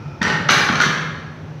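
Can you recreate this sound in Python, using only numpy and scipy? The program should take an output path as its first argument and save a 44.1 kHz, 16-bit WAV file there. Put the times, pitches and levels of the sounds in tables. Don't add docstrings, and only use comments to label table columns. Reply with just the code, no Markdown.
import sys
import numpy as np
from scipy import signal
from scipy.fft import rfft, irfft
from scipy.io import wavfile

SR = 44100
rng = np.random.default_rng(int(sys.argv[2]) if len(sys.argv) > 2 else 0)


def boost(x):
    u = np.asarray(x, float) / 20
    return 10 ** u


def transcribe(signal):
    frames = np.atleast_2d(signal).T
    limited = np.clip(frames, -1, 1)
    pcm = np.round(limited * 32767).astype(np.int16)
    wavfile.write(sys.argv[1], SR, pcm)


N = 70560


def at_hz(points, hz):
    curve = np.array(points)
    return np.interp(np.log(hz + 1), np.log(curve[:, 0]), curve[:, 1])


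def rms_one(x):
    return x / np.sqrt(np.mean(x ** 2) + 1e-20)


def ring(clicks, hz, t60):
    radius = boost(-60 / (t60 * SR))
    angle = 2 * np.pi * hz / SR
    feedback = [1, -2 * radius * np.cos(angle), radius ** 2]
    return signal.lfilter([0, np.sin(angle)], feedback, clicks + 1e-18)


def band_pass(x, low_hz, high_hz):
    return signal.sosfilt(signal.butter(2, [low_hz, high_hz], "band", fs=SR, output="sos"), x)


def colour(x, points):
    size = 4096
    hz = np.arange(size // 2 + 1) * SR / size
    cepstrum = irfft(at_hz(points, hz) * np.log(10) / 20)
    cepstrum[1:size // 2] *= 2
    cepstrum[size // 2 + 1:] = 0
    impulse = irfft(np.exp(rfft(cepstrum)))
    return signal.fftconvolve(x, impulse)[:len(x)]


# start_s [s], strength_db [dB], hardness [0-1]
FIRST_HITS = [(.212, -30.5, 0.2), (.216, -18.5, 0.51), (.228, -19.5, 0.79), (.249, -22, 0.37),
              (.270, -16.5, 0.15), (.279, -25.5, 0.69), (.300, -21.5, 0.53), (.325, -19.5, 0.24),
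              (.378, -39, 0.23)]
SECOND_HITS = [(.488, -14, 0.49), (.491, -11, 0.41), (.499, -15, .65), (.506, -16, 1), (.517, -19.5, 1),
               (.536, -15, 0.37), (.580, -18.5, 0.78), (.688, -16, 0.3), (.725, -24.5, 0.59),
               (.755, -19, 0.57)]
THIRD_HITS = [(.801, -20, 0.68), (.812, -20, 0.98), (.820, -17.5, 0.71), (.835, -16.5, 0.46),
              (.858, -21, 0.46)]
# pitch_hz [Hz], level_db [dB], t60_s [s]
FIRST_IRON = [(586, -13.5, 0.75), (850, -3.5, 0.052), (1315, -8, 0.067), (1480, -24, 0.1),
              (1577, -4.5, 0.046), (1780, -8.5, .1), (1838, 1.5, 0.11), (13700, -6.5, .012),
              (2520, -42.5, 0.073), (4020, -8, 0.072), (4860, -33.5, 0.01), (6050, -30, .01),
              (10500, 7, 0.0084), (11100, -5, .008)]
SECOND_IRON = [(623, -30, 0.87), (842, -14.5, 0.3), (1088, -6.5, 0.053), (1215, -15.5, 0.33),
               (1336, -5.5, 0.075), (1464, -5, 0.032), (1656, -4.5, 0.085), (1987, -17, 0.11),
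               (2340, -11, 0.22), (4190, 3, 0.015), (6090, 4, 0.0069), (9780, -3, 0.041), (10570, -5, 0.06),
               (12460, -9, .08)]
THIRD_IRON = [(1254, -7.5, 0.11), (1435, -3.5, 0.093), (1622, -12, 0.13), (1570, -28, 0.066),
              (1693, -12, .06), (1744, -4, 0.052), (2430, -10, .02), (3280, -15.5, 0.17),
              (4300, -1.5, 0.028), (5590, -5.5, 0.045), (6270, -1, 0.0077), (7515, -10, 0.053),
              (9400, -4.5, 0.04), (12460, -17, 0.055)]
# pitch_hz [Hz], level_db [dB]
RACK_VOICE = [(150, -14.5), (400, 1.5), (800, -0.5), (1500, 10), (2500, 3), (3500, 1.5), (4400, 0.5),
              (5100, -4)]
CRACK_DB, CRACK_DECAY_S, CRACK_RISE_S = 9.5, 0.0044, 0.0009
RING_DB, MODE_SPREAD_DB = -6.5, 1.5
TWIN_SPLIT = 0.0097


def clank(hits, iron):
    t = np.arange(SR // 20) / SR
    crack_shape = np.exp(-t / CRACK_DECAY_S) * (1 - np.exp(-t / CRACK_RISE_S))
    mode_hz = np.array(iron)[:, :1]
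    crack = np.zeros(N)
    kicks = np.zeros((len(iron), 2, N))
    for start_s, strength_db, hardness in hits:
        i = int(start_s * SR)
        cut_hz = 1000 * 16 ** hardness
        burst = rng.standard_normal(len(t)) * crack_shape
        soften = signal.butter(2, min(cut_hz, 0.45 * SR), fs=SR, output="sos")
        crack[i:i + len(t)] += boost(strength_db + CRACK_DB) * signal.sosfilt(soften, burst)
        spread_db = MODE_SPREAD_DB * rng.standard_normal((len(iron), 2))
        sign = rng.choice([-1, 1], spread_db.shape)
        softness = np.sqrt(1 + (mode_hz / cut_hz) ** 4)
        kicks[:, :, i] = boost(strength_db + RING_DB + spread_db) * sign / softness
    ringing = np.zeros(N)
    for (kick, twin_kick), (hz, level_db, t60_s) in zip(kicks, iron):
        pair = ring(kick, hz, t60_s) + ring(twin_kick, hz * (1 + TWIN_SPLIT), t60_s)
        ringing += boost(level_db) * pair
    return ringing + colour(crack, RACK_VOICE)


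# start_s [s], level_db [dB], pitch_hz [Hz], t60_s [s]
HOOK_KNOCKS = [
    (0.25, -8.5, 1790, 0.04),
    (0.4904, -4, 1330, 0.033),
    (.531, -5, 1540, 0.046),
    (0.8038, -6.5, 1449, 0.068),
    (.817, -11, 1456, 0.044),
    (.835, -9.5, 1462, 0.051),
]


def knocks():
    out = np.zeros(N)
    for start_s, level_db, hz, t60_s in HOOK_KNOCKS:
        push = np.zeros(N)
        push[int(start_s * SR)] = boost(level_db)
        out += ring(push, hz, t60_s)
    rise_hz = 900
    return band_pass(out, rise_hz, 2.15 * rise_hz)


# start_s [s], level_db [dB], pitch_hz [Hz]
FLOOR_THUDS = [
    (0.214, -7.5, 205),
    (0.272, -10, 134),
    (0.4, -14, 152),
    (0.504, -10, 273),
    (0.569, -14.5, 134),
    (.698, -6, 232),
    (0.861, -12, 202),
    (1.205, -49, 147),
]
THUD_CYCLES = 4.53


def thuds():
    out = np.zeros(N)
    for start_s, level_db, hz in FLOOR_THUDS:
        push = np.zeros(N)
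        push[int(start_s * SR)] = -boost(level_db)
        out += ring(push, hz, THUD_CYCLES / hz)
    return band_pass(out, 103, 450)


# pitch_hz [Hz], t60_s [s]
HALL_DECAY = [(150, 1.23), (400, 1.29), (1000, 1.14), (2700, 0.98), (7000, 0.72), (14000, 0.66)]
HALL_BUILD_S = 0.004


def hall(x):
    t = np.arange(N) / SR
    hz = np.arange(N // 2 + 1) * SR / N
    spectrum = rfft(rng.standard_normal(N))
    edges_hz = 40 * 2 ** np.arange(0, 9.1, 0.25)
    tail = np.zeros(N)
    for low, high in zip(edges_hz, edges_hz[1:]):
        band = irfft(spectrum * ((hz >= low) & (hz < high)), N)
        tail += band * boost(-60 * t / at_hz(HALL_DECAY, np.sqrt(low * high)))
    tail *= 1 - np.exp(-t / HALL_BUILD_S)
    return signal.fftconvolve(x, tail / np.sqrt(np.sum(tail ** 2)))[:N]


def narrow(centre_hz, width_hz):
    hz = np.arange(N // 2 + 1) * SR / N
    resonance = 1 / (1 + (2 * (hz - centre_hz) / width_hz) ** 2)
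    return rms_one(irfft(rfft(rng.standard_normal(N)) * resonance, N))


# pitch_hz [Hz], level_db [dB]
AIR_COLOUR = [(25, -34.5), (100, 4.5), (150, -6), (230, -5.5), (1000, -18), (2500, -27), (6000, -40),
              (12000, -40)]
# pitch_hz [Hz], width_hz [Hz], level_db [dB]
FAN_HUM = [(112.3, 5.6, -46.5), (141.4, 12.6, -37.5), (156.5, 8.4, -33.5), (522, 7.5, -56)]
# time_s [s], level_db [dB]
HUM_SWELL = [(0, 0.5), (.2, -0.5), (.42, 3), (.7, 0), (.9, 3.5), (1.1, -1.5), (1.3, -5), (1.45, -3.5),
             (1.6, -8)]
# pitch_hz [Hz], width_hz [Hz], level_db at the start [dB]
EARLIER_RING = [(874, 110, -50), (1330, 180, -47.5), (2460, 150, -52.5), (5180, 1100, -61.5)]
AIR_DB, EARLIER_T60_S = -37, 5.1


def room_tone():
    t = np.arange(N) / SR
    hz = np.arange(N // 2 + 1) * SR / N
    air = rms_one(irfft(rfft(rng.standard_normal(N)) * boost(at_hz(AIR_COLOUR, hz)), N))
    drone = sum(boost(db) * narrow(centre_hz, width_hz) for centre_hz, width_hz, db in FAN_HUM)
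    earlier = sum(boost(db) * narrow(centre_hz, width_hz) for centre_hz, width_hz, db in EARLIER_RING)
    swell = boost(np.interp(t, *np.transpose(HUM_SWELL)))
    return boost(AIR_DB) * air + drone * swell + earlier * boost(-60 * t / EARLIER_T60_S)


CLANK_HALL_DB = [-2, -1.04, -2]
HALL_DB, THUD_HALL_DB = 5, -5.5


def scene():
    clanks = [clank(FIRST_HITS, FIRST_IRON), clank(SECOND_HITS, SECOND_IRON), clank(THIRD_HITS, THIRD_IRON)]
    mix = np.zeros(N)
    for iron, hall_db in zip(clanks, CLANK_HALL_DB):
        mix += iron + boost(HALL_DB + hall_db) * hall(iron)
    floor = thuds()
    mix += knocks() + floor + boost(HALL_DB + THUD_HALL_DB) * hall(floor)
    return (mix + room_tone())[None]


def low_pass(x):
    return signal.sosfilt(signal.butter(12, 15650, fs=SR, output="sos"), x)


# pitch_hz [Hz], level_db [dB]
MIC_COLOUR = [(5000, 0.5), (6000, 5), (6700, -3.5), (7600, -10), (9000, -18), (11000, -14.5), (14000, -19),
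              (15500, -18)]
MIC_LOW_HZ, PEAK_LIMIT = 41.8, 1.6


def record(dry):
    heard = colour(dry[0], MIC_COLOUR)[None]
    rounded = PEAK_LIMIT * np.tanh(heard / PEAK_LIMIT)
    bass_cut = signal.butter(1, MIC_LOW_HZ, "high", fs=SR, output="sos")
    mix = signal.sosfilt(bass_cut, rounded)
    return low_pass(mix)


dry = scene()
out = record(dry)
transcribe(out)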